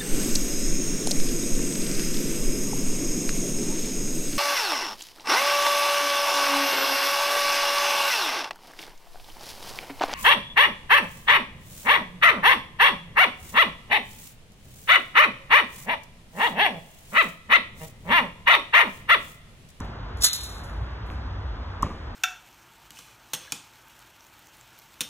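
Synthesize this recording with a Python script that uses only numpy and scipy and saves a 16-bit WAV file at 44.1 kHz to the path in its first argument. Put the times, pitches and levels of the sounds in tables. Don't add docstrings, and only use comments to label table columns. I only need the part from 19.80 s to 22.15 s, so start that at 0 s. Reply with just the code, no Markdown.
import sys
import numpy as np
from scipy import signal
from scipy.fft import rfft, irfft, next_fast_len
from scipy.io import wavfile
from scipy.ndimage import uniform_filter1d

SR = 44100
rng = np.random.default_rng(int(sys.argv[2]) if len(sys.argv) > 2 else 0)


def elevation(decibels):
    levels = np.asarray(decibels, float)
    return 10 ** (levels / 20)


def store_pcm(level_fs):
    pcm = np.round(np.clip(level_fs, -1, 1) * 32767).astype(np.int16)
    wavfile.write(sys.argv[1], SR, np.atleast_2d(pcm).T)


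N = 103635

# frequency in Hz, relative level in dB per Hz.
TRAFFIC_SPECTRUM = [(20, -42), (32, -16.5), (48, -1), (87, -4), (180, -15.5), (400, -22), (714, -23),
                    (1000, -20.5), (1600, -25.5), (2500, -38), (3400, -33.5), (5000, -41.5), (7000, -56.5),
                    (9000, -68), (11000, -65.5), (13000, -73.5), (17000, -100)]
# frequency in Hz, level against the like part in dB.
SIDE_SHARE = [(60, -44), (180, -19), (350, -9), (700, -4.5), (1400, -5.5), (2600, 3), (4200, -56.5),
              (16000, -49.5)]
# time in seconds, rms level of the first in dB, of the second in dB.
DRONE_LEVELS = [(0.0, -65, -31), (0.04, -63, -78), (0.12, -48, -47), (0.23, -37, -53), (0.41, -32.5, -50),
                (0.46, -72, -55), (0.67, -33.5, -86.5), (0.83, -52.5, -66), (0.94, -29.5, -54),
                (1.03, -30.5, -32), (1.08, -45, -81), (1.14, -36.5, -43), (1.35, -50.5, -48),
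                (1.38, -36, -44.5), (1.71, -42, -31.5), (1.89, -43, -38), (2.27, -50.5, -36),
                (2.35, -37, -45.5)]
DRONE_HZ = [53.1, 81.36]
DRONE_WANDER_HZ = [6.05, 16]
# start in seconds, felt crack in dB, tick in dB, hollow ring in dB, low push in dB.
BALL_BLOWS = [(.002, -40, -43, -33.5, -27), (1.3015, -60, -25, -37, -31), (2.024, -28, -36, -9, -16)]
# frequency in Hz, relative level in dB per Hz.
CRACK_SPECTRUM = [(500, -22), (1500, -4), (3500, -4), (4600, -10), (5700, 5), (6600, -1), (7800, 0),
                  (10000, -5), (13000, -10), (17000, -24)]
# frequency in Hz, relative level in dB.
TAIL_SPECTRUM = [(150, 3), (500, -3.5), (1100, -10), (2500, -17), (6000, -27.5), (12000, -43), (17000, -76)]
# delay in seconds, gain of the bright part in dB, gain of the push in dB.
FENCE_ECHOES = [(.0195, -23, -5), (.036, -14, -4), (.042, -24, -14), (.070, -26, -16), (.076, -19, -10),
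                (.081, -24, -12), (.086, -21, -12), (.094, -25, -14)]
# peak time in seconds, level in dB, rise in seconds, T60 in seconds.
SWISH_SWELLS = [(.05, -61, .02, 0.1), (1.265, -61.5, 0.017, 0.3), (1.31, -63.5, 0.017, .2)]
SWISH_BAND_HZ = [4985, 13910]
# peak time in seconds, level in dB, rise in seconds, T60 in seconds.
FRAME_JOLTS = [(.372, -53, 0.0014, 0.045), (0.387, -56, .012, 0.22), (0.419, -33.5, .022, 0.16),
               (.4365, -13, .007, .12), (.445, -6.5, .013, .15), (.47, -21.5, 0.026, 0.2645),
               (.4212, -21, .001, .03), (.427, -25, .003, .04), (0.551, -26, .012, 0.34),
               (0.689, -47.5, 0.0077, 0.81)]
# peak time in seconds, level in dB, rise in seconds, T60 in seconds.
HOOK_SLAPS = [(.5318, -13, .0005, .06), (.545, -26, .003, .12), (.634, -31, .003, .2),
              (.838, -50, .006, .2)]
# frequency in Hz, gain in dB.
SLAP_TILT = [(3000, -3.5), (6000, 0), (11000, 0)]
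# frequency in Hz, relative level in dB per Hz.
CONTACT_SPECTRUM = [(500, -63.5), (1000, -23), (1600, -16.5), (2400, -30.5), (4000, 5.5), (6500, 3),
                    (8500, 1), (11000, 1), (13500, -6), (15500, -10.5), (17000, -46.5)]
# frequency in Hz, relative level in dB, T60 in seconds.
NET_MODES = [(3544, -3, .25), (3674, -9, .3), (3712, -7, .65), (3731, -6, .65), (3748, -9, .7),
             (3820, -13, .2), (4204, -5, .2), (4285, -8, .6), (5804, -8, .06), (6241, -8, .06),
             (6584, -14, .3), (6880, -9, .06), (7058, -6, .07), (7361, -6, .07), (1260, -14, .35),
             (1546, -20, .08), (1800, -16, .08), (2019, -13, .2), (2842, -18, .15), (9512, -12, .12),
             (7929, -10, .05), (10340, -7, .05), (11880, -10, .05)]
# frequency in Hz, gain in dB.
COURT_SPECTRUM = [(600, -44.5), (900, -20), (1250, -3), (2000, -6.5), (3000, -6), (4000, 7.5), (4700, -29),
                  (8000, -55)]
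HALF_TURN_HZ = [1700, 4800, 7000, 9000, 11050, 13150, 15200, 17300]


def rms_one(x):
    return x / np.sqrt(np.mean(x ** 2) + 1e-20)


def at_hz(points, hz):
    table = np.array(points)
    return np.interp(np.log(hz), np.log(table[:, 0]), table[:, 1])


def colour(x, spectrum):
    hz = np.arange(N // 2 + 1) * SR / N + 1
    return irfft(rfft(x) * elevation(at_hz(spectrum, hz)), N)


def drift(rate_hz):
    pole = np.exp(-80 * np.pi * rate_hz / SR)
    noise = rng.standard_normal(N // 40 + 2002)
    slow = signal.lfilter([1], [1, -2 * pole, pole * pole], noise)[2000:]
    return np.interp(np.arange(N) / 40, np.arange(len(slow)), rms_one(slow))


def swell(s, db, rise, t60):
    t = np.arange(N) / SR - s
    decay = elevation(db - 60 * np.maximum(t, 0) / max(t60, 1e-3))
    return decay * np.clip(1 + t / max(rise, 1e-4), 0, 1) ** 2


def ring(clicks, hz, t60):
    r, w = elevation(-60 / (t60 * SR)), 2 * np.pi * hz / SR
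    return signal.lfilter([0, np.sin(w)], [1, -2 * r * np.cos(w), r * r], clicks + 1e-18)


def knock(s, hz, db, t60, count=3):
    click = np.zeros(N)
    click[int(s * SR)] = 1
    for _ in range(count):
        click = ring(click, hz, t60)
    return elevation(db) * click / np.abs(click).max()


def traffic():
    TRAFFIC_RMS_DB, FLICKER_DB, FLICKER_HZ = -36, 0.5, 8.9
    mid, side = colour(rng.standard_normal((2, 2, N)), TRAFFIC_SPECTRUM)
    unlike = colour(side, SIDE_SHARE)
    stereo = mid[:, None] + unlike[:, None] * [[1], [-1]]
    edges = 25 * 2 ** np.arange(0, 9.6, 0.5)
    out = 0
    for k, (low, high) in enumerate(zip(edges, edges[1:])):
        band_filter = signal.butter(2, [low, high], "band", fs=SR, output="sos")
        band = signal.sosfilt(band_filter, stereo[k % 2])
        out = out + elevation(FLICKER_DB * drift(FLICKER_HZ)) * band
    return elevation(TRAFFIC_RMS_DB) * rms_one(out)


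def drones():
    WANDER_RATE_HZ = 5.9
    times, *levels = np.transpose(DRONE_LEVELS)
    out = 0
    for db, hz, wander_hz in zip(levels, DRONE_HZ, DRONE_WANDER_HZ):
        pitch = hz + wander_hz * drift(WANDER_RATE_HZ)
        tone = np.sqrt(2) * np.sin(2 * np.pi * np.cumsum(pitch) / SR)
        out = out + elevation(np.interp(np.arange(N) / SR, times, db)) * tone
    return out


def fence_echoes(bright, push):
    ECHO_CUT_HZ = 4000
    dull = signal.sosfilt(signal.butter(2, ECHO_CUT_HZ, fs=SR, output="sos"), bright)
    out = 0
    for delay, bright_db, push_db in FENCE_ECHOES:
        reflected = elevation(bright_db) * dull + elevation(push_db) * push
        out = out + np.pad(reflected, (int(delay * SR), 0))[:N]
    return out


def ball():
    CRACK_LENGTH_S, CRACK_T60_S = 0.003, 0.016
    TICK_HZ, TICK_T60_S = 2600, 0.0006
    SNAP_DB, SNAP_LATE_S = -20, 0.0068
    BALL_HZ, BALL_T60_S, BALL_LATE_S = 1130, 0.0053, 0.0041
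    PUSH_HZ, PUSH_T60_S, PUSH_LATE_S = 270, 0.007, 0.0052
    TAIL_DB, TAIL_T60_S = -10.5, 0.56
    felt = rms_one(colour(rng.standard_normal(N), CRACK_SPECTRUM))
    wash = rms_one(colour(rng.standard_normal(N), TAIL_SPECTRUM))
    bright = push = tail = 0
    for s, crack_db, tick_db, ring_db, push_db in BALL_BLOWS:
        half = CRACK_LENGTH_S / 2
        crack = felt * swell(s + half, crack_db, half, CRACK_T60_S)
        tick = knock(s, TICK_HZ, tick_db, TICK_T60_S)
        snap = knock(s + SNAP_LATE_S, TICK_HZ, ring_db + SNAP_DB, TICK_T60_S)
        hollow = knock(s + BALL_LATE_S, BALL_HZ, ring_db, BALL_T60_S, count=5)
        bright = bright + crack + tick + snap + hollow
        push = push + knock(s + PUSH_LATE_S, PUSH_HZ, push_db, PUSH_T60_S)
        tail = tail + wash * swell(s + 0.0072, push_db + TAIL_DB, 0.0017, TAIL_T60_S)
    return bright + push + tail + fence_echoes(bright, push)


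def swishes():
    band_filter = signal.butter(2, SWISH_BAND_HZ, "band", fs=SR, output="sos")
    hiss = signal.sosfilt(band_filter, rng.standard_normal(N))
    return hiss * sum(swell(*row) for row in SWISH_SWELLS)


def metal_contacts():
    CONTACTS_PER_S, CONTACT_SPREAD_DB = 14000, 2.5
    sizes = elevation(CONTACT_SPREAD_DB * np.minimum(rng.exponential(1, N), 5)) * rng.choice([-1, 1], N)
    return rms_one(sizes * (rng.random(N) < CONTACTS_PER_S / SR))


def mode_rings(driven):
    MODE_SPREAD_DB = 2.0
    out = 0
    for hz, db, t60 in NET_MODES:
        struck = driven * elevation(MODE_SPREAD_DB * rng.standard_normal(N))
        energy_root = np.sqrt(t60 * SR / 28)
        out = out + elevation(db) * ring(struck, hz, t60) / energy_root
    return out


def court_answer(driven):
    COURT_DB, COURT_T60_S = -4, 0.55
    noise = colour(rng.standard_normal((2, N)), COURT_SPECTRUM)
    energy_root = np.sqrt(COURT_T60_S * SR / 14)
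    answer = noise * swell(0.008, COURT_DB, 0.01, COURT_T60_S) / energy_root
    return signal.fftconvolve(driven[None], answer, axes=1)[:, :N]


def net():
    UNEVEN_DB, UNEVEN_HZ = 2.0, 40
    SLAP_RING_DB, RING_DB = -8, -12
    shake = np.sqrt(sum(swell(*row) ** 2 for row in FRAME_JOLTS))
    shake = shake * elevation(UNEVEN_DB * drift(UNEVEN_HZ))
    slap = np.sqrt(sum(swell(*row) ** 2 for row in HOOK_SLAPS))
    clicks = metal_contacts()
    jolt_clatter = shake * rms_one(colour(clicks, CONTACT_SPECTRUM))
    slap_noise = rms_one(colour(clicks[::-1], CONTACT_SPECTRUM))
    slap_clatter = slap * colour(slap_noise, SLAP_TILT)
    driven = np.hypot(shake, elevation(SLAP_RING_DB) * slap) * clicks
    return jolt_clatter + slap_clatter + elevation(RING_DB) * mode_rings(driven) + court_answer(driven)


def scene():
    return traffic() + drones() + ball() + swishes() + net()


def turn_phase(dry):
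    size = next_fast_len(N + 2048)
    hz = np.arange(size // 2 + 1) * SR / size
    lead = np.pi / 2 * np.interp(hz, HALF_TURN_HZ, np.arange(len(HALF_TURN_HZ)))
    return irfft(rfft(dry, size) * np.exp(1j * lead * [[1], [-1]]), size)[:, :N]


def duck(x):
    HEARS_ABOVE_HZ, THRESHOLD_DB, DUCK_DB_PER_DB = 300, -42, 0.25
    HELD_FALL_DB_PER_S, SMOOTHING_S = 108.5, 0.021
    heard = signal.sosfilt(signal.butter(2, HEARS_ABOVE_HZ, "high", fs=SR, output="sos"), x)
    power = uniform_filter1d(np.mean(heard ** 2, axis=0), size=441)
    level_db = 10 * np.log10(power + 1e-12)
    ramp = HELD_FALL_DB_PER_S * np.arange(N) / SR
    held_db = np.maximum.accumulate(level_db + ramp) - ramp
    over_db = np.maximum(held_db - THRESHOLD_DB, 0)
    r = np.exp(-1 / (SMOOTHING_S * SR))
    return x * elevation(-DUCK_DB_PER_DB * signal.lfilter([1 - r], [1, -r], over_db))


def roll_off(x):
    return signal.sosfilt(signal.butter(12, 16390, fs=SR, output="sos"), x)


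def record(dry):
    mix = duck(turn_phase(dry))
    return roll_off(mix)


dry = scene()
out = record(dry)
store_pcm(out)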